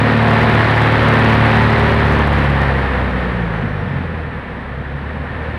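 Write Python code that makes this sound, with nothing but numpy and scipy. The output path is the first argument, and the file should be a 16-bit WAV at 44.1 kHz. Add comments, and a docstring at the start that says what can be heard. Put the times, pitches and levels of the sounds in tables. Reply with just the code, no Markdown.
"""A loud, hard drone in roaring air: the cockpit of an aerobatic biplane at full power. Six cylinders
fire down the exhaust and two propeller blades pull at the air, chopping its roar, while eddies thump
behind the windscreen and the loudest peaks overload the microphone. Then the throttle is drawn back:
the notes sink with the shaft, a faint gear whine falls with them, and the engine burbles at idle."""
import sys
import numpy as np
from scipy import signal
from scipy.fft import rfft, irfft, next_fast_len
from scipy.io import wavfile
from scipy.ndimage import map_coordinates

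SR = 44100
rng = np.random.default_rng(int(sys.argv[2]) if len(sys.argv) > 2 else 0)


def log_audio(samples):
    """Write samples as a 16-bit WAV file to the path given in sys.argv[1]."""
    # one column per channel
    frames = np.atleast_2d(samples).T
    # limit to full scale, then quantise
    limited = np.clip(frames, -1, 1)
    pcm = np.round(limited * 32767).astype(np.int16)
    wavfile.write(sys.argv[1], SR, pcm)


N = 246078
T = np.arange(N) / SR


def amp(db):
    """Decibels to gain."""
    return 10 ** (np.asarray(db) / 20)


def unit(x):
    """Scale to rms 1."""
    return x / np.sqrt(np.mean(x ** 2) + 1e-20)


def curves(rows):
    """Breakpoints to envelopes, one for each column after the time."""
    times, *columns = np.transpose(rows)
    return [np.interp(T, times, column) for column in columns]


def wobble(rate):
    """A smooth random modulator, rate knots a second."""
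    knots = rng.standard_normal(1024)
    coarse_t = T[::64]
    return np.interp(T, coarse_t, map_coordinates(knots, [coarse_t * rate], mode="mirror"))


def fade_db(at_s, half_length_s, depth_db):
    """Attenuation for a brief, bell-shaped dip in level."""
    return depth_db * np.exp(-((T - at_s) / half_length_s) ** 2)


def filtered(x, response):
    """EQ x with a gain given as a function of Hz."""
    size = next_fast_len(N + SR // 2)
    return irfft(rfft(x, size) * response(np.fft.rfftfreq(size, 1 / SR)), size)[:N]


def tone(cycles, db):
    """A cosine of the given rms level."""
    return np.sqrt(2) * amp(db) * np.cos(2 * np.pi * cycles)


def lift_db(resonances, hz):
    """Summed boost and cut of bell-shaped resonances."""
    return sum(db / (1 + (2 * (hz - centre) / width) ** 2) for centre, width, db in resonances)


# the shaft's run-down to idle: t/s, speed/(turns/s)
SHAFT_SPEED = [(0.0, 37.5), (1.69, 37.2), (2.1, 36.6), (2.52, 34.7), (2.95, 32.4), (3.36, 29.6),
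               (3.64, 26.1), (3.85, 24.3), (4.02, 21.2), (4.2, 20.1), (4.55, 16.1), (4.69, 16.4),
               (4.94, 17.2), (5.1, 18.4), (5.25, 18.9), (5.58, 19.3)]
# the pilot's throttle move: t/s, opening/(0-1)
THROTTLE = [(0, 0.99), (1.7, 1), (2.3, 0.7), (2.9, 0.39), (3.5, 0.17), (4.3, 0.13), (5.58, 0.12)]


def shaft():
    """The shaft sets the pitch of every note; with little load it runs less evenly."""
    speed, = curves(SHAFT_SPEED)
    throttle, = curves(THROTTLE)
    jitter = (.0009 + .008 * (1 - throttle)) * wobble(12)
    turns = np.cumsum(speed) / SR + jitter
    return turns, speed, throttle


# standing waves at the seat: f/Hz, width/Hz, lift/dB
STANDING_WAVES = [(105.6, 11, 0.5), (126.4, 10.1, -14.5), (137, 14.8, 8), (170.8, 18.4, 7.5),
                  (200, 28, -4.5)]


def note_db(note, order, speed, throttle, idle_speed=19.2, idle_span=1):
    """A note drops with the throttle and again at idle, swelling and dipping through standing waves."""
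    full_db, shut_loss_db, idle_loss_db = note
    idling = .5 - .5 * np.tanh((speed - idle_speed) / idle_span)
    source_db = full_db - shut_loss_db * (1 - throttle) - idle_loss_db * idling
    return source_db + lift_db(STANDING_WAVES, order * speed)


# firing note and its octave at source: full-power level/dB, throttle-shut loss/dB, further idle loss/dB
FIRING_NOTES = [(-16.5, 26.5, 8), (-19.5, 11, 14)]


def drone(turns, speed, throttle):
    """Three firings a turn give the main note and its octave, which dips briefly at full power."""
    main_db = note_db(FIRING_NOTES[0], 3, speed, throttle)
    octave_db = note_db(FIRING_NOTES[1], 6, speed, throttle)
    octave_db -= fade_db(at_s=.795, half_length_s=.16, depth_db=28)
    return tone(3 * turns, main_db) + tone(6 * turns, octave_db)


def growl(turns, speed, throttle, base_db=-34, half_order_db=-5, waver_db=4):
    """Under load, unequal cylinders add whole and half orders, loosely bunched into one dip a turn."""
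    full_speed, knee_hz, db_per_octave = 37.3, 540, -9  # roll-off, set at full-power turns/s
    crest_hz, spacing_hz, ripple_db = 116, 146.5, 3.5  # comb colour, as through a pipe
    dip_turns, spread_cycles, drift_cycles = .58, .45, .014
    orders = np.setdiff1d(np.arange(2.5, 26.5, .5), (3, 4, 6, 8))  # gaps for drone and propeller
    sound = np.zeros(N)
    for order in orders:
        rolloff_db = db_per_octave * np.log2(max(order * full_speed / knee_hz, 1))
        pipe_db = ripple_db * np.cos(2 * np.pi * (order * speed - crest_hz) / spacing_hz)
        db = base_db + rolloff_db + pipe_db + half_order_db * (order % 1 > 0)
        phase = spread_cycles * (rng.random() - .5) + drift_cycles * wobble(5.2)
        sound += tone(order * (turns - dip_turns) + phase, db + waver_db * wobble(3.07))
    return -throttle ** 1.5 * sound


# the cockpit's boxy resonances: f/Hz, width/Hz, lift/dB
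COCKPIT_MODES = [(135, 25, 4), (245, 40, 3), (490, 50, 6), (1790, 170, 3.5)]


def cockpit_gain(spectrum, hz):
    """Gain of a spectrum, read on a log-frequency axis and coloured by the cockpit."""
    points_hz, points_db = np.transpose(spectrum)
    source_db = np.interp(np.log(hz + 1), np.log(points_hz + 1), points_db)
    return amp(source_db + lift_db(COCKPIT_MODES, hz))


def ringing(spectrum, size=4096):
    """A minimum-phase one-shot with this spectrum, ringing in the cockpit."""
    hz = np.fft.rfftfreq(size, 1 / SR)
    cepstrum = irfft(np.log(cockpit_gain(spectrum, hz)))
    cepstrum[1:size // 2] *= 2
    cepstrum[size // 2 + 1:] = 0
    return irfft(np.exp(rfft(cepstrum)))


def rush(spectrum):
    """A noise bed of rms 1, coloured by a spectrum and by the cockpit."""
    return unit(filtered(rng.standard_normal(N), lambda hz: cockpit_gain(spectrum, hz)))


# accent of each cylinder in firing order: relative level/dB
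CYLINDER_ACCENTS = [-2, 15, 0, 13, 0, 24]
# tone of one exhaust bang reaching the cockpit: f/Hz, relative level/dB
BANG_SPECTRUM = [(15, -35), (35, -21), (70, -8), (140, 4.5), (240, -12.5), (320, -22.5), (480, -9.5),
                 (650, -13.5), (900, -21), (2000, -30), (5000, -62), (10000, -110)]


def bangs(turns, throttle, full_db=-33, shut_db=-34, stumble=.26, scatter_db=2):
    """Each firing sends a dull, uneven bang down the exhaust; off load they stumble and burble."""
    firings = 3 * turns + stumble * (1 - throttle) * wobble(40)
    onsets = np.flatnonzero(np.diff(np.floor(firings)) > 0)
    accents_db = np.resize(CYLINDER_ACCENTS, len(onsets))
    pulses = np.zeros(N)
    pulses[onsets] = amp(accents_db + scatter_db * rng.standard_normal(len(onsets)))
    exhaust = unit(signal.fftconvolve(pulses, ringing(BANG_SPECTRUM))[:N])
    return exhaust * amp(shut_db + (full_db - shut_db) * throttle)


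# envelope of the blade-passing note: t/s, level/dB
BLADE_LEVEL = [(0, -27.5), (1.5, -24.5), (2.15, -17.5), (3, -20.5), (3.75, -30), (4.15, -45), (5.58, -41)]
# two octaves above it, at source: full-power level/dB, throttle-shut loss/dB, further idle loss/dB
BLADE_OCTAVES = [(-25, 1.5, 2), (-32, 3.5, 1.5)]


def propeller(turns, speed, throttle, lag_turns=.09, waver_db=.5):
    """Two blades pass each turn, each a pull of suction: a low note with two wavering octaves."""
    blade_turns = turns - lag_turns
    blade_db, = curves(BLADE_LEVEL)
    dip_db = fade_db(at_s=4.45, half_length_s=.14, depth_db=7.8)  # near the shaft's lowest sag
    suction = tone(2 * blade_turns, blade_db)
    for order, note in zip((4, 8), BLADE_OCTAVES):
        octave_db = note_db(note, order, speed, throttle) - dip_db + waver_db * wobble(9)
        suction += tone(order * blade_turns, octave_db)
    return -suction


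# fader ride shared by both air layers: t/s, level/dB
ROAR_LEVEL = [(0, -17), (.7, -14.5), (1.7, -15.5), (2.83, -20), (4.01, -28), (4.72, -30.5), (5.58, -27.5)]
# bright propeller wash at full power: f/Hz, relative level/dB
WASH_SPECTRUM = [(200, -3.5), (330, -3), (450, -6), (620, -4.5), (880, 2), (1300, -1.5), (1950, -2.5),
                 (2700, -10.5), (4000, -18), (5200, -31), (6900, -45), (8300, -42), (10500, -43),
                 (15000, -64)]
# darker slipstream at idle: f/Hz, relative level/dB
SLIPSTREAM_SPECTRUM = [(200, 0.5), (330, 1.5), (450, 4), (620, 2), (880, 1.5), (1300, -0.5), (1800, 1),
                       (2600, -10), (3900, -20.5), (5000, -34), (7100, -47.5), (8300, -41), (10500, -42.5),
                       (15000, -82)]


def air(turns, throttle, wash_trim_db=-.5, slip_trim_db=1, flutter_db=.5):
    """The wash pulses with the engine's beat; as power falls it crossfades into plain slipstream."""
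    chop_depths = {1: .027, 2: .14, 3: .096}  # by beats a turn: shaft, blades, firings
    chop = sum(depth * np.cos(2 * np.pi * order * turns) for order, depth in chop_depths.items())
    wash = amp(wash_trim_db) * rush(WASH_SPECTRUM) * (1 - chop)
    slipstream = amp(slip_trim_db) * rush(SLIPSTREAM_SPECTRUM)
    roar = np.sqrt(throttle) * wash + np.sqrt(1 - throttle) * slipstream
    roar_db, = curves(ROAR_LEVEL)
    return amp(roar_db + flutter_db * wobble(20)) * roar


# envelope of the buffeting: t/s, level/dB
BUFFET_LEVEL = [(0, -29), (1.5, -24), (2.3, -27), (4.1, -27.5), (4.4, -34), (4.7, -31), (5.58, -28.5)]
# its low rumble: f/Hz, relative level/dB
BUFFET_SPECTRUM = [(12, -53), (28, -19.5), (62, 0), (130, -0.5), (190, 0.5), (250, -3.5), (320, -18.5),
                   (500, -51), (2500, -120)]


def buffeting(lump_db=2):
    """Eddies behind the windscreen thump in the cockpit."""
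    level_db, = curves(BUFFET_LEVEL)
    return amp(level_db + lump_db * wobble(14)) * rush(BUFFET_SPECTRUM)


def spits(x, overload=.5, trough_hz=1000, impulse_db=-22, scatter_db=4, dull_hz=4500):
    """Every deep trough of suction makes the microphone spit a tiny, dulled click."""
    lows = filtered(x, lambda hz: 1 / (1 + (hz / trough_hz) ** 4))
    troughs, _ = signal.find_peaks(-lows, height=overload)
    clicks = np.zeros(N)
    clicks[troughs] = -amp(impulse_db + scatter_db * rng.standard_normal(N)[troughs])
    return filtered(clicks, lambda hz: 1 / (1 + 1j * hz / dull_hz))


def gear_whine(turns, throttle, order=224, shut_db=-69):
    """Off load, a fast gear sings a faint, airy note: a narrow noise band that tracks the shaft."""
    return (1 - throttle) * tone(order * turns, shut_db) * wobble(300)


def scene():
    """One shaft drives exhaust, gear and propeller, mixed in mono with the roar and rumble of the air."""
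    turns, speed, throttle = shaft()
    engine = drone(turns, speed, throttle) + growl(turns, speed, throttle)
    engine += bangs(turns, throttle) + gear_whine(turns, throttle)
    return (engine + propeller(turns, speed, throttle) + air(turns, throttle) + buffeting())[None]


def record(dry):
    """The microphone flattens peaks, suction first, with a faint crackle, then sheds sub-bass and top."""
    suction_limit, pressure_limit = -.7, .8
    low_cut_hz, high_cut_hz = 30, 15500
    overloaded = np.clip(dry[0], suction_limit, pressure_limit) + spits(dry[0])
    low_cut = signal.butter(2, low_cut_hz, "highpass", fs=SR, output="sos")
    return filtered(signal.sosfilt(low_cut, overloaded), lambda hz: hz < high_cut_hz)[None]


dry = scene()
out = record(dry)
log_audio(out)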